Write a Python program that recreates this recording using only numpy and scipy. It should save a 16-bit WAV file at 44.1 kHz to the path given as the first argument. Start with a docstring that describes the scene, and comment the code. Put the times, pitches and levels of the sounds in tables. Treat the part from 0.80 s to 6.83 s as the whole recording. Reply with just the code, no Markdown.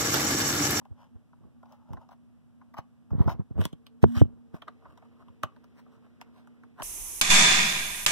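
"""At a table, a hand squeezes and slides a plastic part on a small alarm housing. Catches snap and
surfaces scrape, making the hollow plastic ring. The hand then takes hold of the recorder, whose shell
thumps and rumbles, and lays it on the table with two knocks; the clicking goes on beside it.
A motor hums faintly over the room noise, louder while the recorder's edge presses on the table."""
import sys
import numpy as np
from scipy import signal
from scipy.fft import rfft, irfft, next_fast_len
from scipy.io import wavfile

SR = 44100
rng = np.random.default_rng(int(sys.argv[2]) if len(sys.argv) > 2 else 0)


def dump_mix(stems):
    """Bounce the given channels to the path in sys.argv[1] as a 16-bit WAV at rate SR."""
    frames = np.atleast_2d(stems).T  # one column per channel
    limited = np.clip(frames, -1, 1)  # hard clip at full scale
    pcm = np.round(limited * 32767).astype(np.int16)
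    wavfile.write(sys.argv[1], SR, pcm)


N = 265834
TIME = np.arange(N) / SR
TURNED_OVER_S, ON_TABLE_S = 2.7, 3.59   # the recorder is turned over, and later lies still
PRESS_FROM_S, PRESS_TO_S = 3.26, 3.37   # its edge presses on the table

# Plastic catches snapping. Each row: time in seconds, level of the ring range in dB,
# then the edge range (before a small trim) and the treble range in dB against the ring.
CLICKS = [(0.0145, -61, -17, -32), (0.053, -53.5, -17.5, -23.5), (0.5312, -60, -22, -32),
          (0.6346, -66, -22, -25), (0.8304, -54, -26, -25), (0.8573, -60, -15, -28),
          (0.9235, -57, -13, -11.5), (1.133, -47, -12, -15.5), (1.1708, -51.5, -23, -39),
          (1.2904, -54.5, -21, -21), (1.8148, -56, -22, -36), (1.9408, -48, -15.5, -19.5),
          (1.9844, -38.5, -22, -23.5), (2.3064, -52.5, -23, -25), (2.4785, -30.5, -28, -32),
          (2.495, -33.5, -19, -27), (2.8142, -41, -5.5, -13.5), (2.8532, -40, 1.5, 2), (2.9294, -62, 5, -4),
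          (3.0668, -62.5, 10, -0.5), (3.7435, -52.5, -14, -26), (3.8212, -48.5, 0, -19),
          (3.8812, -39.5, -12.5, -45), (4.0555, -51, -27, -44), (4.176, -56.5, -8, -13.5),
          (4.634, -27.5, -8, -16), (4.643, -46, -10, -28.5), (4.4834, -58, -10.5, -25),
          (4.7637, -59, -11.5, -24), (4.8425, -60.5, -11, -11.5), (5.264, -64.5, -18, -24),
          (5.4137, -48, -1, -7.5), (5.673, -58.5, -11.5, -15), (5.8354, -55.5, -17.5, -22.5),
          (6.0005, -41, -23, -37), (6.0215, -39.5, 0, -9)]
# Plastic sliding. Each row: time of hardest pressure in seconds, length in seconds, level in dB,
# extra brightness in dB.
SCRAPES = [(0.218, 0.086, -59, -0.5), (0.92, 0.091, -63.5, 2.5), (1.32, 0.036, -55.5, -0.5),
           (1.983, 0.03, -41.5, -0.5), (2.413, 0.074, -49, 1.5), (2.501, 0.05, -38.5, 1.5),
           (2.812, 0.049, -49, 10), (2.841, 0.033, -47.5, 19), (3.232, .022, -48, 12.5),
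           (3.321, 0.14, -59, 9), (3.372, 0.043, -40, 7.5), (3.402, .03, -46.5, 24),
           (3.758, 0.048, -53.5, -1.5), (3.881, 0.016, -47, -23), (4.058, 0.099, -61.5, -17),
           (4.986, .05, -60, 6.5), (5.138, 0.075, -64.5, -0.5), (5.58, 0.085, -61.5, 1.5),
           (6.02, 0.074, -44, -3)]
# Spells of restless fingers. Each row: start in seconds, end in seconds, base level in dB.
FIDGETS = [(0.797, 1.306, -67), (3.947, 4.582, -68.5), (4.65, 5.95, -77)]
# The tones the housing rings at. Each row: pitch in Hz, width in Hz, level in dB while it is
# left of the recorder, level in dB while it is on the right.
HOUSING_TONES = [(268, 89, -10.5, 5), (505, 110, -19, -0.5), (596, 100, -0.5, 0.5), (752, 88, 2.5, -1.5),
                 (860, 84, 5, -2.5), (1030, 150, 2, 2), (1190, 150, 0.5, 3), (1450, 280, -6, -1.5),
                 (1920, 520, -12.5, -11.5), (2984, 420, -12, -9.5), (3670, 860, -19.5, -16.5),
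                 (5680, 1500, -14, -12), (8000, 3540, -30, -19), (9660, 1400, -24, -27.5),
                 (11640, 1100, -33, -29.5), (14200, 730, -19, -19.5)]
# The housing's sound has four ranges, low to high: body, ring, edge, treble. Their borders in Hz.
RANGE_BORDERS_HZ = [550, 1900, 4600]
# The recorder hitting the table. Each row: time in seconds, base level in dB,
# hardness in Hz (higher is brighter), seconds by which the rim touches first.
LANDINGS = [(3.2404, -3.5, 968, .0085), (3.4164, -5.5, 494, 0.00447)]
# Fingers bumping the recorder. Each row: time in seconds, base level in dB, hardness in Hz.
KNOCKS = [(0.111, -30.5, 123), (0.354, -38, 150), (1.104, -31.5, 188), (1.137, -34, 217), (1.988, -31, 346),
          (2.315, -17, 110), (2.3323, -24, 520), (2.35, -18, 258), (2.381, -20.5, 259), (2.404, -8, 240),
          (2.459, -15.5, 127), (2.476, -15.5, 386), (2.595, -17.5, 242), (2.709, -28, 332),
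          (2.78, -26.5, 520), (2.794, -15.5, 263), (2.805, -15, 239), (2.854, -23, 500), (2.931, -30, 464),
          (3.368, -15.5, 130), (3.743, -28.5, 506), (4.64, -26, 288), (6.005, -36.5, 347)]
# Skin dragging on the recorder. Each row: time of hardest pressure in seconds, length in seconds,
# level in dB.
DRAGS = [(0.651, 0.12, -50.5), (1.141, .08, -39), (2.349, 0.046, -31.5), (2.482, 0.14, -29),
         (2.794, 0.063, -22), (3.451, 0.014, -36), (3.512, 0.13, -47.5), (4.088, .09, -52.5),
         (4.491, 0.065, -49.5)]
# The tones of the recorder's shell. Each row: base pitch in Hz, base width in Hz, level in dB.
SHELL_TONES = [(83, 34, 16.5), (150, 23.3, 3), (277.8, 29, -25.5), (486, 210, -17.5), (895, 680, -12)]
# The room's steady noise. Each row: frequency in Hz, relative level in dB.
ROOM_NOISE = [(30, -29), (60, 3.5), (100, 7.5), (250, -1.5), (400, -16.5), (700, -19), (1200, -23),
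              (2000, -30), (3100, -34), (4400, -42), (12000, -49)]
# What the table top adds to that noise. Each row: frequency in Hz, relative level in dB.
TABLE_NOISE = [(100, -14), (250, 2), (450, -6.5), (800, -21), (1300, -31), (2000, -18.5), (5500, -35.5),
               (9000, -49)]
# Faint steady hiss, separate in each channel, falling away steeply above 12 kHz.
# Each row: frequency in Hz, relative level in dB.
FAINT_HISS = [(500, 1), (3000, 1), (4400, 0), (12300, -3), (13500, -20), (15000, -30)]
# Treble dips of the ports (the microphone openings). Each row: frequency in Hz, narrowness as Q.
PORT_DIPS = [(4400, 28), (6700, 26)]


def clicks(edge_trim_db=-1.5):
    """The sliding part and its catches snap."""
    out = np.zeros((2, N))
    for s, db, edge_db, treble_db in CLICKS:
        add(out, *click(s, db, edge_db + edge_trim_db, treble_db))
    return out


def click(s, db, edge_db, treble_db, body_db=-12.0, creep_s=0.0024, chatter_s=0.0065):
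    """A catch creeps, lets go in one sharp step, then chatters. Returns start and sound."""
    lead = SR // 200
    t = TIME[:SR // 10] - lead / SR
    contact = np.exp(-np.abs(np.where(t < 0, t / creep_s, t / chatter_s)))
    # the brightest, hardest snaps chatter least
    chatter_db = -20 - 0.29 * (treble_db + 19) - 0.22 * max(db + 60.5, 0)
    force = from_db(chatter_db) * rng.standard_normal(len(t)) * contact
    force[lead] += 1   # the catch lets go
    gains = from_db([body_db, 0, edge_db, treble_db])
    sound = sum(gain * unit_energy(part) for gain, part in zip(gains, housing(force, s)))
    return s + t[0], from_db(db) * place(sound, s)


def scrapes():
    """Plastic and fingers slide on the housing and set it ringing."""
    out = np.zeros((2, N))
    for s, length, db, bright_db in SCRAPES:
        t, pressure, force = slips(length, per_s=2200, spread_db=4.5)
        add(out, s + t[0], from_db(db) * place(pressure * rub(force, s, bright_db), s))
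    return out


def fidgets(unsteady_db=4.5, unsteady_hz=12.4, ticks_per_s=5):
    """Restless fingers rub the housing with unsteady pressure and make it tick now and then."""
    out = np.zeros((2, N))
    for start, end, db in FIDGETS:
        force = grains(int((end - start) * SR), per_s=1400, spread_db=4.0)
        wobble = rms_one(cut(rng.standard_normal(len(force)), unsteady_hz, "low"))
        pressure = signal.windows.tukey(len(force), .4) * from_db(unsteady_db * wobble)
        add(out, start, from_db(db) * place(pressure * rub(force, start, bright_db=-6.0), start))
        for s in rng.uniform(start, end, int(ticks_per_s * (end - start))):
            tick_db = db + 8.5 + 3.5 * rng.standard_normal()
            add(out, *click(s, tick_db, edge_db=-28.0, treble_db=-34.0))
    return out


def rub(force, s, bright_db, body_db=-5.5, edge_db=-6.0, treble_db=-11.5):
    """The housing rings under a run of tiny slips, spread over many contact points."""
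    ranges = housing(force, s, scatter_db=1.5, crack_db=-24.5)
    gains = from_db([body_db, 0, edge_db + bright_db, treble_db + bright_db])
    return rms_one(gains @ ranges)


def housing(force, s, scatter_db=2.0, detune=0.027, crack_db=-23.5):
    """The plastic rings, each contact point in its own way. Returns the four ranges apart."""
    ranges = np.zeros((4, len(force)))
    for k, (hz, width, left_db, right_db) in enumerate(HOUSING_TONES):
        db = (left_db if s < TURNED_OVER_S else right_db) + scatter_db * rng.standard_normal()
        tone = resonate(force, hz * (1 + detune * rng.standard_normal()), width)
        ranges[np.searchsorted(RANGE_BORDERS_HZ, hz)] += (-1) ** k * from_db(db) * tone
    ranges[1] = cut(cut(ranges[1], 470, "high"), 1300, "low")
    ranges[3] = cut(ranges[3] + from_db(crack_db) * force, 4202, "high")   # the contact itself cracks
    return ranges


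def place(x, s, glance_db=-7.0, glance_s=0.0019, glance_hz=2500):
    """The housing is on the left until the recorder is turned over; treble glances off the hand."""
    side, pan_db = (1, 0.65) if s < TURNED_OVER_S else (-1, 0.08)
    t = TIME[:SR // 100]
    paths = rng.standard_normal((2, len(t))) * np.exp(-t / glance_s)
    glances = reflect(cut(x, glance_hz, "high"), paths)
    direct = ports(x, side * rng.uniform(.85, 1.15))
    return (direct + from_db(glance_db) * glances) * from_db([[pan_db], [-pan_db]])


def landings(boost_db=1.5, rock_s=.006, rock_slowing=1.7, settle_db_per_s=520):
    """The recorder's rim touches, its shell clacks down, then it rocks ever more slowly and weakly."""
    out = np.zeros(N)
    for s, base_db, hardness_hz, lead_s in LANDINGS:
        db = base_db + boost_db
        add(out, s - lead_s, thump(db + 1, hardness_hz=230))
        clack = thump(db - 9.5, 1.55 * hardness_hz)
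        add(out, s, thump(db, hardness_hz) + clack)
        for after_s in rock_s * np.arange(1, 5) ** rock_slowing:
            add(out, s + after_s, thump(db - settle_db_per_s * after_s, hardness_hz=260))
    return out


def knocks(boost_db=2.0, skid_db=-14.5, skid_after_s=0.0072, skid_s=.03):
    """Each finger thumps the recorder's shell, then skids a little."""
    out = np.zeros(N)
    for s, db, hardness_hz in KNOCKS:
        add(out, s, thump(db + boost_db, hardness_hz))
        add(out, *drag(s + skid_after_s, skid_s, db + skid_db))
    return out


def thump(peak_db, hardness_hz, octave_up_hz=520, crack_db=-54.5, crack_s=0.0077):
    """One blow on the shell: a soft one is dull, a hard one stiffens the shell and rings higher."""
    t = TIME[:SR // 6]
    pitch = min(1 + (hardness_hz / octave_up_hz) ** 2, 20)
    blow = (t == 0) * 1.0
    crack = from_db(crack_db) * rng.standard_normal(len(t)) * np.exp(-t / crack_s)
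    sound = cut(shell(blow, pitch) + crack, hardness_hz, "low")
    sound = cut(sound, 1.2 * hardness_hz, "low", order=1)
    return from_db(peak_db) * sound / np.abs(sound).max()


def drags():
    """The hand shifts its grip on the recorder."""
    out = np.zeros(N)
    for s, length, db in DRAGS:
        add(out, *drag(s, length, db))
    return out


def drag(s, length, db, skin_hz=420):
    """Skin judders over the shell as a low rumble. Returns start and sound."""
    t, pressure, force = slips(length, per_s=650, spread_db=1.5)
    rumble = rms_one(cut(shell(force, pitch=0.91), skin_hz, "low"))
    return s + t[0], from_db(db) * pressure * rumble


def shell(force, pitch):
    """The recorder's shell answers a push with a few low tones that die quickly."""
    tones = sum(from_db(db) * resonate(force, hz * pitch, width * pitch) for hz, width, db in SHELL_TONES)
    return cut(tones, 30, "high")


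def slips(length, per_s, spread_db, rise_share=.45):
    """Surfaces stick and slip. Returns time around the hardest push, the pressure and the slips."""
    rise_s = length * rise_share
    t = TIME[:SR] - .5
    pressure = np.exp(-np.where(t < 0, t / rise_s, t / (length - rise_s)) ** 2)
    touching = pressure > 1e-3
    return t[touching], pressure[touching], grains(SR, per_s, spread_db)[touching]


def grains(count, per_s, spread_db):
    """Tiny slips of uneven size at random moments."""
    sizes = from_db(spread_db * np.minimum(rng.exponential(1, count), 3))
    signs = rng.choice([-1, 1], count)
    return sizes * signs * (rng.random(count) < per_s / SR)


def motor_hum(air_db=-56.5, air_hz=239.5, table_db=-29.0, table_hz=237.0, waver=.45):
    """A motor's hum wavers in the air; the table carries a steadier one while the recorder presses."""
    flutter = resonate(rng.standard_normal(N), air_hz, width=22.18)
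    flutter = rms_one(resonate(flutter, air_hz, width=22.18))
    wavering = rms_one(np.sin(2 * np.pi * air_hz * TIME) + waver * flutter)
    overtone = rms_one(resonate(rng.standard_normal(N), hz=451.0, width=6.3))
    in_air = wavering + from_db(-15.5) * overtone * (TIME > TURNED_OVER_S)
    # swells by 1000 dB a second before the press, fades by 150 dB a second after it
    loose_db = 1000 * np.maximum(PRESS_FROM_S - TIME, 0) + 150 * np.maximum(TIME - PRESS_TO_S, 0)
    in_table = np.sqrt(2) * np.sin(2 * np.pi * table_hz * TIME)
    return from_db(air_db) * in_air + from_db(table_db - loose_db) * in_table


def room_echo(x, fade_s=0.18, wall_hz=4000, level_db=-25.5):
    """The walls send back a short, dull wash of echoes from both sides."""
    t = TIME[:SR // 2]
    fade = from_db(-60 * t / fade_s) * (t > .002)
    tails = cut(rng.standard_normal((2, len(t))), wall_hz, "low", order=1) * fade
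    left, right = reflect(x, tails)
    return from_db(level_db) * (ports(left, 1.0) + ports(right, -1.32))


def room_noise(level_db=-61.5, table_db=-69.5, hiss_db=-86.0, settle_s=.25):
    """Noise comes from both sides, with more middle range near the table, over a faint steady hiss."""
    near_table = from_db(table_db) * np.clip((TIME - ON_TABLE_S) / settle_s, 0, 1)
    out = np.zeros((2, N))
    for side in (1, -1):
        noise = from_db(level_db) * shaped_noise(ROOM_NOISE) + near_table * shaped_noise(TABLE_NOISE)
        out += ports(noise, side)
    return out + from_db(hiss_db) * np.array([shaped_noise(FAINT_HISS), shaped_noise(FAINT_HISS)])


def ports(x, bearing, lag_samples=20):
    """Two ports, one with its wave flipped; sound from the left (bearing 1) reaches the right later."""
    late = np.pad(x, (int(abs(bearing) * lag_samples + .5), 0))[:len(x)]
    return np.array([x, -late] if bearing > 0 else [late, -x])


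def reflect(x, paths):
    """Smear a sound through each pattern of echoes."""
    return np.array([signal.fftconvolve(x, path / np.linalg.norm(path))[:len(x)] for path in paths])


def resonate(x, hz, width):
    """Ring at one pitch; a narrower width rings longer."""
    r = np.exp(-np.pi * width / SR)
    feedback = [1, -2 * r * np.cos(2 * np.pi * hz / SR), r * r]
    return signal.lfilter(np.array([1, 0, -1]) * (1 - r * r) / 2, feedback, x + 1e-18)


def cut(x, hz, kind, order=2):
    """Keep the "low" or the "high" side of a frequency."""
    sections = signal.butter(order, np.clip(hz, 10, .45 * SR), kind, fs=SR, output="sos")
    return signal.sosfilt(sections, x + 1e-18)


def shaped_noise(spectrum):
    """Steady noise whose lows and highs follow a table."""
    hz, db = np.transpose(spectrum)
    size = next_fast_len(N, real=True)
    bins = np.maximum(np.fft.rfftfreq(size, 1 / SR), 1)
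    gains = from_db(np.interp(np.log(bins), np.log(hz), db))
    return rms_one(irfft(rfft(rng.standard_normal(size)) * gains, size)[:N])


def from_db(db):
    """Turn decibels into a multiplier."""
    return 10 ** (np.asarray(db) / 20)


def rms_one(x):
    """Scale to an average strength (rms) of 1."""
    return x / np.sqrt(np.mean(x ** 2) + 1e-20)


def unit_energy(x):
    """Scale to the energy of 10 ms at strength 1."""
    return rms_one(x) * np.sqrt(SR / 100 / len(x))


def add(track, s, sound):
    """Mix a sound into a track from second s on."""
    start = int(np.clip(round(s * SR), 0, N - 1))
    track[..., start:start + sound.shape[-1]] += sound[..., :N - start]


def scene(shell_pan_db=-0.28):
    """The plastic is heard through the air, the handling through the recorder's own shell."""
    background = room_noise()
    handling = ports(motor_hum() + landings() + knocks() + drags(), bearing=-0.78)
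    handling *= from_db([[shell_pan_db], [-shell_pan_db]])
    plastic = clicks() + scrapes() + fidgets()
    return plastic + room_echo(plastic[0]) + handling + background


def record(dry, shared=0.23, shared_below_hz=1200, top_hz=15900):
    """The ports share some bass and notch the treble; the hardest knocks overload; the top is cut."""
    x = dry + shared * cut(dry[::-1], shared_below_hz, "low", order=1)
    for hz, q in PORT_DIPS:
        x = signal.lfilter(*signal.iirnotch(hz, q, fs=SR), x)
    x = x / (1 + x ** 6) ** (1 / 6)   # rounds off the loudest peaks
    return signal.sosfilt(signal.ellip(10, .1, 80, top_hz, fs=SR, output="sos"), x)


dry = scene()
out = record(dry)
dump_mix(out)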